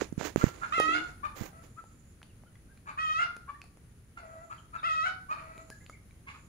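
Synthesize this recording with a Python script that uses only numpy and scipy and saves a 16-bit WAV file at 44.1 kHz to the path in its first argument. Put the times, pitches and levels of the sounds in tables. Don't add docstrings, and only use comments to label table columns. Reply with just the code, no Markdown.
import sys
import numpy as np
from scipy import signal
from scipy.fft import rfft, irfft
from scipy.io import wavfile
from scipy.ndimage import map_coordinates

SR = 44100
rng = np.random.default_rng(int(sys.argv[2]) if len(sys.argv) > 2 else 0)


def unload_audio(sound):
    columns = np.transpose(np.atleast_2d(sound))
    steps = np.round(np.clip(columns, -1, 1) * 32767)
    wavfile.write(sys.argv[1], SR, steps.astype(np.int16))


N = 285812
TIME = np.arange(N) / SR

# frequency in Hz, gain in dB.
CALL_THROAT = [(300, -41), (600, -27), (780, -21.5), (1100, 0), (1300, 4.5), (1550, -8), (1900, -13),
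               (2550, -15.5), (3200, -23.5), (4500, -38.5), (5600, -42), (7000, -41.5), (10000, -62),
               (15000, -66)]
# start and length in seconds, held pitch in Hz, level, brightness and
# fundamental boost in dB, roughness 0-1, overshoot as a share of pitch, its width in seconds, climb as a
# share of pitch, its time constant in seconds, seconds until the break, break boost in dB,
# left lead in ms, left minus right in dB.
CALLS = [(0.719, 0.276, 622.5, -29, 5.5, 2.5, 0.03, .11, 0.027, .16, .048, 0.24, 8, 0.5, -6),
         (2.973, 0.2768, 618.4, -33.5, 4.5, -0.5, 0.01, 0.037, 0.043, .145, .04, .238, 14.5, 0.44, 0),
         (4.826, 0.28, 635, -31.5, 3.5, 4, 0, 0.092, 0.017, .17, 0.018, .236, 9, 0.433, 2.5)]


def calls(scoop_share=.11, sag_db_per_s=14.5, attack_s=.017, release_s=.016):
    out = np.zeros((3, N))
    for (start, length, held_hz, level_db, bright_db, fundamental_db, rough, overshoot, overshoot_s,
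         climb, climb_s, break_s, break_db, lead_ms, pan_db) in CALLS:
        t = TIME[:int(length * SR)]
        onset = np.exp(-(t / .012) ** 2)
        scoop = np.exp(-t / .014)
        arch = np.exp(-((t - .038) / overshoot_s) ** 2)
        strain = np.exp(np.minimum(t - break_s, 0) / climb_s)
        broken = .5 + .5 * np.tanh((t - break_s + .018) / .008)
        pitch_hz = held_hz * (1 - scoop_share * scoop + overshoot * arch + climb * strain)
        dull_db = 10.5 * onset + 7 * strain * broken
        hoarseness = np.clip(rough + onset + .26 * broken, 0, 1)
        throat = [(hz, db + fundamental_db * (hz < 1.5 * held_hz)) for hz, db in CALL_THROAT]
        sound = voice(pitch_hz, bright_db - dull_db, hoarseness, throat, waver=.006, jitter=.056)
        effort_db = level_db - sag_db_per_s * t - .5 * arch + break_db * (strain + broken) / 2
        envelope = np.minimum(t / attack_s, 1) * np.minimum((length - t) / release_s, 1)
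        add(out, start, placed(from_db(effort_db) * envelope * sound, lead_ms, pan_db))
    return out


# frequency in Hz, gain in dB.
RASP_COLOUR = [(400, -22.5), (800, 3), (1300, 11), (1700, -19), (2300, 13.5), (3200, -17), (4400, -8.5),
               (5500, -30), (7000, -6.5), (10000, -41), (15000, -39)]


def voice(pitch_hz, bright_db, rough, throat, waver=.00463, jitter=.0545, doubling=.11):
    n = len(pitch_hz)
    unevenness = jitter * (rough + .04)
    pitch_hz = pitch_hz * (1 + unevenness * drift(272, n) + waver * drift(47, n))
    phase = 2 * np.pi * np.cumsum(pitch_hz) / SR
    tone = np.zeros(n)
    for k in range(1, 18):
        treble = np.clip((k * pitch_hz - 1500) / 350, 0, 1)
        shimmer_db = 3.5 * min(k / 5, 1) * drift(23.7, n)
        gain = from_db(at_hz(throat, k * pitch_hz) + bright_db * treble + shimmer_db)
        tone += gain * np.sin(k * phase + rng.uniform(0, 2 * np.pi))
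    flutter = drift(148, n)
    alternation = doubling * np.cos(phase / 2 + drift(47, n))
    strength = 1 + rough * (flutter + alternation)
    puffs = rng.standard_normal(n) * (1 + np.cos(phase))
    rasp = from_db(-8) * (rough ** 1.5 + .035) * unit_rms(coloured(puffs, RASP_COLOUR))
    return np.sqrt(2) * tone * strength + rasp


# frequency in Hz, gain in dB.
CLUCK_THROAT = [(300, -35), (600, -27.5), (850, -13.5), (1150, 1.5), (1420, 0), (1800, -14.5),
                (2400, -10.5), (3100, -25.5), (4500, -34), (7000, -43.5), (15000, -75)]
# start and length in seconds, pitch in Hz, level and brightness in dB,
# roughness (full at 1), left lead in ms, left minus right in dB.
CLUCKS = [(0.387, 0.064, 676.5, -30, -2.5, 0.53, 0.34, -6.5),
          (0.607, 0.068, 691, -29.5, -5, 0.54, 0.29, -8.5), (1.224, 0.057, 590, -28, -5, 0.36, 0.36, 7.5),
          (1.761, 0.059, 651, -43.5, -6, 0.24, 0.078, 8), (2.851, 0.084, 587.6, -37, -4, 0.82, 0.35, 2),
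          (3.473, 0.047, 569, -34, -10.5, 0.22, 0.077, 3.5), (4.158, 0.054, 687, -44.5, 1, 0.94, 0.23, -5),
          (4.491, .06, 629.6, -37.5, -8, 0.66, .33, 3.5), (4.722, 0.0676, 657, -35, -7, 0.56, 0.31, 4),
          (5.281, 0.078, 600, -26, -8.5, 0.27, 0.35, -1.5), (5.37, 0.045, 595, -49, 7, 0.7, 0.44, 0),
          (6.256, 0.08, 555.4, -48.5, 9.5, 1.03, 0.24, -3), (6.327, 0.06, 612, -52, 3.5, .9, 0.14, -2)]


def clucks(bend=.1686, dull_db=9):
    out = np.zeros((3, N))
    for start, length, pitch_hz, level_db, bright_db, rough, lead_ms, pan_db in CLUCKS:
        effort = np.sin(np.pi * progress(length))
        arch = 1 + bend * (effort - .85)
        treble_db = bright_db - dull_db * (1 - effort)
        sound = voice(pitch_hz * arch, treble_db, min(rough, 1), CLUCK_THROAT, jitter=.05, doubling=.42)
        add(out, start, placed(from_db(level_db) * effort ** 2 * sound, lead_ms, pan_db))
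    return out


# frequency in Hz, gain in dB.
CLOSED_BEAK = [(300, 9), (700, 0), (1300, 8), (2000, -10), (2700, -23), (4000, -35.5), (9000, -45)]
# start and length in seconds, first, middle and last pitch in Hz, level in dB,
# overtone gain in dB.
CROONS = [(0.816, 0.24, 311.6, 304.1, 340.6, -51, -22), (1.355, 0.12, 813, 775, 776, -55, -6),
          (1.519, 0.12, 684, 660, 710, -56, -9.5), (4.164, 0.3, 770.4, 650, 683, -54.5, -5.5),
          (5.349, 0.29, 673, 645, 653, -43.5, -15.5)]


def croons():
    out = np.zeros(N)
    for start, length, first_hz, middle_hz, last_hz, level_db, overtone_db in CROONS:
        u = progress(length)
        pitch_hz = np.interp(u, [0, .25, .7, 1], [first_hz, middle_hz, middle_hz, last_hz])
        throat = [(hz, db + overtone_db * (hz > first_hz)) for hz, db in CLOSED_BEAK]
        sound = voice(pitch_hz, bright_db=0, rough=.44, throat=throat)
        add(out, start, from_db(level_db) * swell(u, edge=.13) * sound)
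    return out


# start and length in seconds, the glide's two ends in Hz before bowing, level in dB.
PEEPS = [(2.292, 0.026, 2980, 2530, -72), (2.456, 0.038, 1380, 1450, -66.5),
         (2.466, 0.027, 3100, 2960, -79), (2.682, 0.059, 1486, 1630, -69), (3.538, 0.031, 1680, 1910, -58),
         (3.839, 0.028, 2340, 2050, -83), (4.577, 0.019, 3180, 2900, -60), (4.777, 0.029, 3940, 3380, -59),
         (5.705, 0.042, 1640, 1680, -52.5), (5.803, 0.027, 1960, 2095, -64),
         (5.922, 0.039, 2310, 2030, -57.5)]


def peeps(bend=.07):
    out = np.zeros(N)
    for start, length, from_hz, to_hz, level_db in PEEPS:
        u = progress(length)
        glide_hz = from_hz + (to_hz - from_hz) * u
        bow = 1 + bend * (np.sin(np.pi * u) - .7) + .018 * drift(170, len(u))
        whistle = np.sqrt(2) * np.sin(2 * np.pi * np.cumsum(glide_hz * bow) / SR)
        add(out, start, from_db(level_db) * swell(u, edge=.31) * whistle)
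    return out


# multiple of the ring frequency, gain in dB.
TAP_MODES = [(.55, -10), (1, 2.5), (1.7, -7.5), (2.9, -18.5)]
# frequency in Hz, gain in dB.
CONTACT_COLOUR = [(200, 9), (1000, 3.5), (4000, -17), (7000, -9), (10000, -18), (15000, -32)]
# start in seconds, level in dB, ring in Hz, seconds to fade by 60 dB,
# crack and tick gains in dB.
TAPS = [(.781, -24, 470, 0.018, -13, -30), (.8003, -8.5, 490, 0.013, -15, -14),
        (.889, -24.5, 390, 0.028, -23, -27), (1.84, -44, 890, 0.01, -7, -20),
        (2.2173, -38.5, 1440, 0.0065, -26, -16), (2.2299, -34, 2940, 0.0027, -16, -6),
        (2.436, -40, 710, 0.0077, -27, -29), (2.555, -49.5, 2000, 0.031, -20, -25),
        (2.775, -51.5, 2410, 0.018, -8, -28), (3.366, -40.5, 1470, 0.025, -3.5, -4),
        (3.617, -32.5, 2540, 0.0095, -23, -2.5), (3.64, -46.5, 720, 0.02, -3, -9),
        (3.772, -44.5, 680, 0.0073, -9, -15), (5.579, -39, 2340, 0.011, -7, -9),
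        (5.7019, -31.5, 750, 0.0051, -4.5, -5.5), (5.864, -31.5, 2650, 0.003, -32, -33),
        (5.897, -38.5, 1255, 0.025, -4, -14), (6.109, -51.5, 2290, .025, -14, -20)]


def taps(crack_t60=.011, tick_hz=4700, tick_t60=.0017):
    out, t = np.zeros(N), TIME[:SR // 10]

    def ring(hz, t60):
        spread_db = rng.normal(0, 2, len(TAP_MODES))
        modes = sum((-1) ** k * from_db(db + spread_db[k]) * np.sin(2 * np.pi * hz * ratio * t)
                    for k, (ratio, db) in enumerate(TAP_MODES))
        return .5 * modes * from_db(-60 * t / t60)

    for start, level_db, ring_hz, t60, crack_db, tick_db in TAPS:
        crack = from_db(crack_db - 60 * t / crack_t60) * noise(len(t), CONTACT_COLOUR)
        body = ring(ring_hz, t60)
        tick = from_db(tick_db) * ring(tick_hz, tick_t60)
        add(out, start, from_db(level_db) * (body + crack + tick))
    return out


# frequency in Hz, decay in seconds, gain in dB.
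SKIN_CLICK = [(1640, 0.0019, 0), (9400, 0.00022, -5.5)]
# start in seconds, level in dB, pitch in Hz, decay in seconds, click gain in dB.
BUMPS = [(0.012, -16.5, 1420, 0.00089, -9), (0.0181, -13.5, 455, 0.0074, -46),
         (0.125, -20.5, 230, 0.0076, -26), (.178, -16, 183, 0.0095, -21), (.212, -11, 580, 0.00091, -33),
         (0.2195, -32, 670, 0.01, -16), (.36, -6.5, 363, 0.0048, -11), (0.3754, -20, 180, .013, -18),
         (.434, -18, 397, 0.0053, -27), (0.44, 0, 213, 0.0043, -21), (0.4654, -21, 153, 0.016, -4),
         (1.41, -18.5, 146, 0.0066, -28), (1.4196, -21, 165, 0.006, -21)]


def finger_bumps(slack=.13, scuff_db=-27):
    out, t = np.zeros(N), TIME[:SR // 10]

    def push(hz, decay_s):
        fade = from_db(-60 * t / decay_s)
        press = fade * t ** 1.5
        swing = np.sin(2 * np.pi * np.cumsum(hz * (1 - slack + slack * fade)) / SR)
        scuff = from_db(scuff_db) * noise(len(t), CONTACT_COLOUR)
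        return press / press.max() * (swing + scuff)

    for start, level_db, hz, decay_s, click_db in BUMPS:
        click = sum(from_db(click_db + db) * push(click_hz, click_s)
                    for click_hz, click_s, db in SKIN_CLICK)
        add(out, start, from_db(level_db) * (push(hz, decay_s) + click))
    return signal.sosfilt(signal.butter(1, 40, "high", fs=SR, output="sos"), out)


# frequency in Hz, gain in dB.
RUB_COLOUR = [(40, -26), (130, 3), (300, 16.5), (700, 9.5), (2000, 6.5), (3500, -0.5), (7000, -5.5),
              (9000, -12), (15000, -16)]
# start and length in seconds, level in dB, top-end sheen in dB.
STROKES = [(0, 0.013, -35, -5), (0.18, 0.055, -43, -3), (0.239, 0.029, -36, 3), (0.359, 0.13, -43.5, 4),
           (0.53, 0.57, -57, -6), (1.351, 0.11, -48, 10.5), (1.626, 0.016, -55.5, 4)]


def hand_rubbing(grain_db=2, attack_s=.017, release_db_per_s=378):
    friction = rng.standard_normal(N) * from_db(grain_db * drift(350, N))
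    grains = unit_rms(coloured(friction, RUB_COLOUR))
    sheen = coloured(grains, [(6000, -60), (9000, -12), (12000, 0)])
    out = from_db(-75) * grains
    for start, length, level_db, sheen_db in STROKES:
        attack = np.clip((TIME - start) / attack_s, 0, 1)
        release_db = release_db_per_s * np.clip(TIME - start - length, 0, 1)
        out += attack * from_db(level_db - release_db) * (grains + (from_db(sheen_db) - 1) * sheen)
    return from_db(4) * out


# band centre in Hz, seconds to fade by 60 dB, gain in dB.
ECHO_BANDS = [(199.5, 0.2, 3.5), (750, 0.45, 4.5), (1220, 0.52, -5.5), (1560, 0.41, 4.5), (2900, 0.29, 4.5),
              (4570, 0.4, 11), (6850, 0.24, 1), (14000, .2, 14)]


def coop_echo(sound):
    t, hz = TIME[:SR], np.fft.rfftfreq(SR, 1 / SR)
    white = rfft(rng.standard_normal((2, SR)))
    centres_hz = [row[0] for row in ECHO_BANDS]
    tail = 0
    for (_, t60, db), solo in zip(ECHO_BANDS, np.eye(len(ECHO_BANDS))):
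        band = np.interp(hz, centres_hz, solo)
        tail = tail + irfft(white * band, SR) * from_db(db - 60 * t / t60)
    build_up = np.clip((t - .003) / .00053, 0, 1)
    return signal.fftconvolve(sound[None], tail * build_up / np.sqrt(.033 * SR), axes=1)[:, :N]


# frequency in Hz, gain in dB.
HISS_COLOUR = [(5500, -30), (6800, -13.5), (7200, -7), (7500, -18), (8200, -35)]
# start and length in seconds, level in dB.
HISS_SPELLS = [(0.387, 0.76, -70.5), (1.539, 0.64, -76), (4.236, 0.44, -75.5), (5.534, 0.44, -71.5),
               (6.273, 0.21, -72.5)]


def thin_hiss(tremble_db=2.5):
    level = np.zeros(N)
    for start, length, level_db in HISS_SPELLS:
        add(level, start, from_db(level_db) * swell(progress(length), edge=.14))
    return level * from_db(tremble_db * drift(30, N)) * noise(N, HISS_COLOUR)


# frequency in Hz, level in dB.
AIR_COLOUR = [(20, -88), (50, -77), (110, -77.5), (250, -88), (500, -98.5), (900, -108), (1300, -104),
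              (2000, -106), (3500, -114), (8000, -118), (15000, -122)]
# frequency in Hz, likeness 0-1.
AIR_LIKENESS = [(150, 0.94), (380, 0.86), (950, 0.05), (5000, .02)]
# time in seconds, level in dB.
AIR_SWELL = [(1.55, -53.5), (1.8, -57), (4.84, -57.5), (5.39, -55), (6.48, -57.5)]


def outdoor_air(gain_db=1.5, wobble_db=.5):
    mid, side = rfft(rng.standard_normal((2, N)))
    alike = at_hz(AIR_LIKENESS, np.fft.rfftfreq(N, 1 / SR))
    stereo = irfft(np.sqrt(1 + alike) * mid + np.sqrt(1 - alike) * side * [[1], [-1]], N)
    swell_db = np.interp(TIME, *np.transpose(AIR_SWELL))
    level_db = gain_db + swell_db - swell_db.mean() + wobble_db * drift(8.1, N)
    return coloured(stereo, AIR_COLOUR) * np.sqrt(SR / 4) * from_db(level_db)


def placed(sound, lead_ms, pan_db):
    late = map_coordinates(sound, [np.arange(len(sound)) - lead_ms * SR / 1000], order=3)
    return np.array([sound * from_db(pan_db / 2), late * from_db(-pan_db / 2), sound])


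def from_db(db):
    return 10 ** (np.asarray(db) / 20)


def unit_rms(x):
    return x / np.sqrt(np.mean(x ** 2) + 1e-20)


def at_hz(curve, hz):
    points_hz, values = np.transpose(curve)
    return np.interp(np.log(hz + 1e-3), np.log(points_hz), values)


def coloured(x, colour):
    n = x.shape[-1]
    return irfft(rfft(x) * from_db(at_hz(colour, np.fft.rfftfreq(n, 1 / SR))), n)


def noise(n, colour):
    return unit_rms(coloured(rng.standard_normal(n), colour))


def drift(rate_hz, n):
    pole = np.exp(-2 * np.pi * rate_hz / SR)
    white = rng.standard_normal(n + SR // 2)
    return unit_rms(signal.lfilter([1], [1, -2 * pole, pole * pole], white))[-n:]


def progress(length_s):
    return np.linspace(0, 1, int(length_s * SR))


def swell(u, edge):
    return np.sin(np.pi / 2 * np.clip(np.minimum(u, 1 - u) / edge, 0, 1))


def add(track, start_s, sound):
    i = int(start_s * SR)
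    track[..., i:i + sound.shape[-1]] += sound[..., :max(N - i, 0)]


def scene():
    calling, clucking, chicks, pecks = calls(), clucks(), peeps(), taps()
    crooning = placed(croons(), lead_ms=.38, pan_db=2)
    hens = from_db(-1.5) * calling + from_db(-5) * clucking + from_db(-2.5) * crooning
    at_beaks = from_db(-5) * calling[2] + from_db(-8.5) * clucking[2] + from_db(-5.5) * crooning[2]
    echoes = coop_echo(at_beaks + from_db(-10) * pecks + from_db(-5) * chicks)
    on_right = (finger_bumps() + hand_rubbing() + thin_hiss()) * from_db([[-27], [0]])
    return hens[:2] + chicks + pecks + echoes + on_right + outdoor_air()


# centre and width in Hz, gain in dB.
LEFT_PORT = [(7200, 2680, -20), (10100, 910, 22.5), (13400, 7500, -5)]
RIGHT_PORT = [(6800, 860, 10), (10270, 4370, -8), (14900, 1800, 6)]


def port(sound, resonances):
    for hz, width_hz, db in resonances:
        b, a = signal.iirpeak(hz, hz / width_hz, fs=SR)
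        sound = sound + (from_db(db) - 1) * signal.lfilter(b, a, sound)
    return sound


def record(dry):
    heard = np.array([port(dry[0], LEFT_PORT), port(dry[1], RIGHT_PORT)])
    cutoff_hz = 15650
    return signal.sosfilt(signal.ellip(12, .2, 80, cutoff_hz, fs=SR, output="sos"), heard)


dry = scene()
out = record(dry)
unload_audio(out)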